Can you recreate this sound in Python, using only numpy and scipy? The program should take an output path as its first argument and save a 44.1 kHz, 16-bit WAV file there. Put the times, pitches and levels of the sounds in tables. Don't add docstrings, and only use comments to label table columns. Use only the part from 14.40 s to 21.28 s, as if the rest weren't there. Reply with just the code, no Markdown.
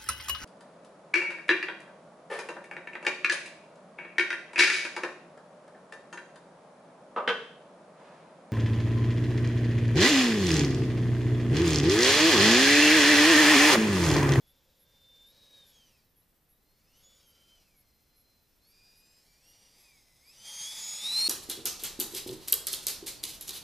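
import sys
import numpy as np
from scipy import signal
from scipy.fft import rfft, irfft
from scipy.io import wavfile
from scipy.ndimage import uniform_filter1d, map_coordinates

SR = 44100
rng = np.random.default_rng(int(sys.argv[2]) if len(sys.argv) > 2 else 0)


def put_to_file(sound):
    columns = np.atleast_2d(sound).T
    safe = np.clip(columns, -1, 1)
    whole_steps = np.round(safe * 32767)
    wavfile.write(sys.argv[1], SR, whole_steps.astype(np.int16))


N = 303408
TIME = np.arange(N) / SR
BLADES, CRUISE_HZ = 9, 3400


def from_db(db):
    return 10 ** (np.asarray(db) / 20)


def rms_one(x):
    return x / np.sqrt(np.mean(x ** 2) + 1e-20)


def in_time(rows):
    seconds, *columns = np.transpose(rows)
    return [np.interp(TIME, seconds, column) for column in columns]


def noise(spectrum):
    hz, db = np.transpose(spectrum)
    bins = np.maximum(np.fft.rfftfreq(N, 1 / SR), 1)
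    gain = from_db(np.interp(np.log(bins), np.log(hz), db, left=-90, right=-90))
    return rms_one(irfft(rfft(rng.standard_normal(N)) * gain, N))


def drift(rate_hz):
    bins = np.fft.rfftfreq(N, 1 / SR)
    return rms_one(irfft(rfft(rng.standard_normal(N)) / (1 + (bins / rate_hz) ** 2), N))


def narrowband(phase, width_hz):
    return drift(width_hz) * np.cos(phase) + drift(width_hz) * np.sin(phase)


def fluttering_tone(phase, flutter_db, skirt_db):
    carrier = np.sqrt(2) * np.sin(phase + .15 * drift(14))
    return carrier * from_db(flutter_db * drift(11.6)) + from_db(skirt_db) * narrowband(phase, 420)


# frequency in Hz, relative spectral density in dB.
RUMBLE_SPECTRUM = [(12, -5), (20, 1), (190, -9.5), (278, -13.5), (514, -17.5), (999, -22), (1190, -23),
                   (1580, -25), (1840, -24), (2380, -26.5), (2640, -25.5), (5980, -29), (9000, -36),
                   (11700, -85), (19800, -120)]
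MIC_HISS_SPECTRUM = [(7000, -35), (9400, -13), (11500, -7), (12700, -1), (13200, -6.5), (13900, -1.5),
                     (14300, -2), (15200, -13), (17000, -32)]
SIDE_SPECTRUM = [(15, 18), (70, 4), (300, 4), (1000, -0.5), (4000, -10), (10000, -10), (13000, -21.5),
                 (15500, -15)]


def background(flicker_hz=15):
    flicker = 1 - .27 * np.cos(2 * np.pi * flicker_hz * TIME + drift(.73))
    hiss = from_db(-77 + .28 * drift(39)) * flicker * noise(MIC_HISS_SPECTRUM)
    rumble = from_db(-71.6) * noise(RUMBLE_SPECTRUM)
    side = from_db(-80) * noise(SIDE_SPECTRUM) * [[1], [-1]]
    return rumble + hiss + side


# start in seconds, level in dB.
LENS_RUNS = [(.068, -70.5), (.392, -69), (0.865, -68), (1.265, -66.5), (1.765, -70), (2.09, -70.5),
             (2.566, -70.5), (2.866, -68), (3.365, -69), (3.767, -69.5), (4.268, -69.5), (4.564, -69.5),
             (5.07, -69.5), (5.387, -68.5), (5.864, -68.5), (6.265, -60)]


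def lens_motor(ring_hz=11290, step_hz=117, run_s=.053, edge_s=.015):
    envelope = np.zeros(N)
    for start_s, level_db in LENS_RUNS:
        t = TIME - start_s
        steps = 1 - .31 * np.cos(2 * np.pi * step_hz * t)
        gate = np.clip(np.minimum(t, run_s - t) / edge_s + .5, 0, 1)
        envelope += from_db(level_db) * steps * gate
    rasp = noise([(6000, -37), (9500, -15), (11300, -5), (14500, -9), (16000, -15)])
    ring = np.sqrt(2) * np.sin(2 * np.pi * ring_hz * TIME + .3 * drift(60))
    return envelope * (ring + from_db(-6) * rasp)


def tree_echoes(x, t60_s=1.0, cutoff_hz=5000):
    t = TIME[:SR // 2]
    echoes = rng.standard_normal(len(t)) * (rng.random(len(t)) < .02)
    echoes *= from_db(-60 * t / t60_s) * (t > .02)
    dull = signal.sosfilt(signal.butter(1, cutoff_hz, fs=SR, output="sos"), x)
    return signal.fftconvolve(dull, echoes / np.sqrt(np.sum(echoes ** 2)))[:N]


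def delayed(x, lag_ms):
    return map_coordinates(x, [(TIME - lag_ms / 1000) * SR], order=3, mode="constant")


# time in seconds, lag behind the direct sound in milliseconds.
REFLECTION_LAG = [(0, 1.73), (1.2, 1.488), (2.3, 1.27), (2.7, 1.24), (3.1, 1.105), (4.1, 1.06), (4.5, 0.97),
                  (4.75, .869), (5.0, 0.79), (5.4, .73), (5.7, 0.67), (6.1, 0.753), (6.35, 0.73),
                  (6.6, 0.67), (6.88, .615)]


def ground_effect(x, turf, soil, soil_lag_ms=.08):
    lag_ms, = in_time(REFLECTION_LAG)
    strength = np.clip(1 - .71 * (lag_ms - .98), 0, 1)
    return x + strength * (soil * delayed(x, lag_ms + soil_lag_ms) - turf * delayed(x, lag_ms))


def nearness(approach_db, from_level_db=-18.5, range_db=12):
    return np.clip((approach_db - from_level_db) / range_db, 0, 1)


def power_law(octaves, approach_db, cruise_db, db_per_octave, share):
    return cruise_db + db_per_octave * octaves + share * approach_db


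def coasting_loss(loss_db=13, start_s=1.62, end_s=2.39, fade_s=.35):
    return loss_db * np.clip(np.minimum(TIME - start_s, end_s - TIME) / fade_s, 0, 1)


def duct_hum(octaves, approach_db, resonance_hz=530):
    level_db = power_law(octaves, approach_db, cruise_db=-65.5, db_per_octave=27, share=.48)
    gain = (1 - nearness(approach_db)) * from_db(level_db)
    return gain * narrowband(2 * np.pi * resonance_hz * TIME, width_hz=58)


def motor_whistle(shaft_phase, octaves, approach_db, poles=14):
    off_speed_db = 24 * np.maximum(-octaves, 0) + 55 * np.maximum(octaves, 0)
    level_db = approach_db - 53 + 5 * nearness(approach_db) - off_speed_db - coasting_loss()
    return from_db(level_db) * fluttering_tone(poles * shaft_phase, flutter_db=2.5, skirt_db=-20)


def rush_level(octaves, approach_db):
    return power_law(octaves, approach_db, cruise_db=-40, db_per_octave=13.7, share=1) - coasting_loss()


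# multiple of shaft speed, relative level in dB far off and close by.
SHAFT_HARMONICS = [(4, -15.5, -23.5), (6, -27, -26), (13, -16, -26), (20, -36, -30), (22, -46, -12.5),
                   (23, -27, -24), (36, -10, -23)]


def shaft_tones(shaft_phase, octaves, approach_db, absorption_hz=10000):
    tones, near = 0, nearness(approach_db)
    base_db = rush_level(octaves, approach_db) + 20 * np.minimum(octaves, 0)
    for multiple, far_db, near_db in SHAFT_HARMONICS:
        octaves_above = octaves + np.log2(multiple / BLADES * CRUISE_HZ / absorption_hz)
        absorbed_db = 35 * np.maximum(octaves_above, 0)
        flutter_db = 2.5 * drift(6)
        level_db = base_db + far_db + near * (near_db - far_db) + flutter_db - absorbed_db
        tones += from_db(level_db) * np.sqrt(2) * np.sin(multiple * shaft_phase + .5 * drift(21))
    return tones


# frequency in Hz, relative spectral density in dB.
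NEAR_ROAR_SPECTRUM = [(60, -1), (200, -0.5), (420, -7.5), (560, -1), (740, -4.5), (850, 5.5), (930, 3),
                      (1060, -4.5), (1270, 3), (1600, -5.5), (2600, -55)]
FAR_ROAR_SPECTRUM = [(100, 5.5), (400, -0.5), (650, 0), (850, 1.5), (1100, -3.5), (1400, -4), (1750, -5),
                     (2600, -5)]
RUSH_SPECTRUM = [(900, -26), (1600, -11.5), (2000, -9), (2400, -6.5), (2900, -8), (4000, -3.5), (4800, 0.5),
                 (5400, 0), (6300, -5), (7200, -8.5), (9000, -21)]
HISS_SPECTRUM = [(5000, -52), (7200, -1), (8600, 2.5), (9500, 1.5), (10400, 4.5), (11400, -2.5), (12100, 1),
                 (13000, -10), (13600, -3), (15300, -15.5), (17000, -38)]


def exhaust(octaves, approach_db):
    near = nearness(approach_db)
    roar_db = power_law(octaves, approach_db, cruise_db=-57, db_per_octave=14.8, share=.65)
    hiss_db = power_law(octaves, approach_db, cruise_db=-43, db_per_octave=11.3, share=1.1)
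    roar = np.sqrt(near) * noise(NEAR_ROAR_SPECTRUM) + np.sqrt(1 - near) * noise(FAR_ROAR_SPECTRUM)
    rush = from_db(rush_level(octaves, approach_db)) * noise(RUSH_SPECTRUM)
    return from_db(roar_db) * roar + rush + from_db(hiss_db) * noise(HISS_SPECTRUM)


def blade_swish(shaft_phase, octaves, approach_db):
    level_db = power_law(octaves, approach_db, cruise_db=-50, db_per_octave=27, share=.79)
    swish = narrowband(BLADES * shaft_phase, width_hz=500)
    drone = nearness(approach_db) * from_db(-17) * narrowband(.5 * shaft_phase, width_hz=37)
    return from_db(level_db - coasting_loss()) * (swish + drone)


# time in seconds, relative levels of the first, second and third harmonic in dB.
BLADE_DIRECTIVITY = [(0, -50, -47, -60), (.1, -27.5, -51, -62), (.25, -48, -42, -64),
                     (.42, -38.5, -50, -62), (.6, -35, -60, -64), (.83, -30, -46, -64),
                     (1.05, -37.5, -77, -69), (1.27, -33.5, -48, -62), (1.45, -37, -42, -67),
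                     (1.65, -45, -38, -64), (2.3, -46, -37, -60), (2.5, -41, -45, -59),
                     (2.74, -40, -39.5, -54), (2.95, -42.5, -49, -58), (3.38, -36, -48, -56),
                     (3.56, -43, -40.5, -62), (3.95, -45, -31, -66), (4.1, -51, -38, -64),
                     (4.35, -40, -34.5, -59), (4.7, -40, -40, -50), (5.25, -38.5, -41.5, -54),
                     (5.38, -47, -40, -56), (5.49, -36.5, -44, -50), (5.72, -44.5, -57, -50),
                     (5.88, -39, -37.5, -56), (6.02, -43.5, -45.5, -49), (6.1, -41, -39, -45.5),
                     (6.27, -44, -30.5, -50.5), (6.5, -52.5, -36, -60), (6.67, -36.5, -50.5, -65),
                     (6.88, -34, -42.5, -42)]


def blade_whine(shaft_phase, octaves, approach_db, db_per_octave=(24, 22, 12), full_octaves_per_s=5.9):
    flutter_db = 1.04 + .85 * (1.5 - nearness(approach_db))
    spin_up = np.clip(np.gradient(octaves) * SR / full_octaves_per_s, 0, 1)
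    load_db = 3 * spin_up - coasting_loss(loss_db=19, start_s=1.83, end_s=2.1, fade_s=.06)
    whine = 0
    for k, (beam_db, growth_db) in enumerate(zip(in_time(BLADE_DIRECTIVITY), db_per_octave), 1):
        level_db = approach_db + beam_db + growth_db * octaves + load_db - 1.3
        whine += from_db(level_db) * fluttering_tone(k * BLADES * shaft_phase, flutter_db, skirt_db=-13)
    return whine


# time in seconds, blade-passing frequency in Hz.
THROTTLE = [(0, 3351), (.14, 3543), (.49, 3583), (.87, 3574), (.92, 3864), (1.18, 3790), (1.48, 2977),
            (1.69, 1869), (1.79, 1560), (1.84, 2228), (2.13, 1870), (2.29, 2110), (2.39, 2165),
            (2.65, 3417), (2.78, 3455), (2.89, 3091), (3.16, 3098), (3.37, 2207), (3.52, 2061),
            (3.95, 2052), (4.18, 1923), (4.34, 2427), (4.8, 2501), (4.89, 2312), (4.98, 2374), (5.07, 2837),
            (5.34, 2827), (5.64, 2034), (5.81, 2034), (5.99, 3010), (6.07, 3229), (6.23, 3229),
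            (6.29, 3405), (6.37, 3410), (6.44, 3393), (6.59, 3391), (6.69, 3890), (6.82, 4255),
            (6.88, 4335)]


def blade_passing_hz(inertia_s=.055):
    demanded_hz, = in_time(THROTTLE)
    return uniform_filter1d(demanded_hz, int(inertia_s * SR), mode="nearest")


# time in seconds, relative level at cruising speed in dB.
APPROACH_LEVEL = [(0, -39.5), (.25, -40), (.9, -34), (1.5, -30), (2.7, -32), (3.2, -30), (4.1, -30),
                  (4.5, -25), (5.1, -26), (5.5, -22.5), (5.98, -19.5), (6.1, -9), (6.3, -7), (6.58, -7),
                  (6.88, -4.5)]


def scene():
    blade_hz = blade_passing_hz()
    shaft_phase = 2 * np.pi * np.cumsum(blade_hz / BLADES) / SR
    octaves = np.log2(blade_hz / CRUISE_HZ)
    approach_db, = in_time(APPROACH_LEVEL)
    air = exhaust(octaves, approach_db) + blade_swish(shaft_phase, octaves, approach_db)
    air *= from_db(1.06 * drift(15))
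    air += shaft_tones(shaft_phase, octaves, approach_db)
    whine = blade_whine(shaft_phase, octaves, approach_db)
    jet = ground_effect(whine, turf=.76, soil=.22) + ground_effect(air, turf=.48, soil=.19)
    jet += motor_whistle(shaft_phase, octaves, approach_db) + duct_hum(octaves, approach_db)
    side_roar = nearness(approach_db) * from_db(-82.5) * noise(NEAR_ROAR_SPECTRUM) * [[1], [-1]]
    return jet + side_roar + from_db(-17.5) * tree_echoes(jet) + lens_motor() + background()


def record(dry, cutoff_hz=15300):
    return signal.sosfilt(signal.ellip(12, .1, 80, cutoff_hz, fs=SR, output="sos"), dry)


dry = scene()
out = record(dry)
put_to_file(out)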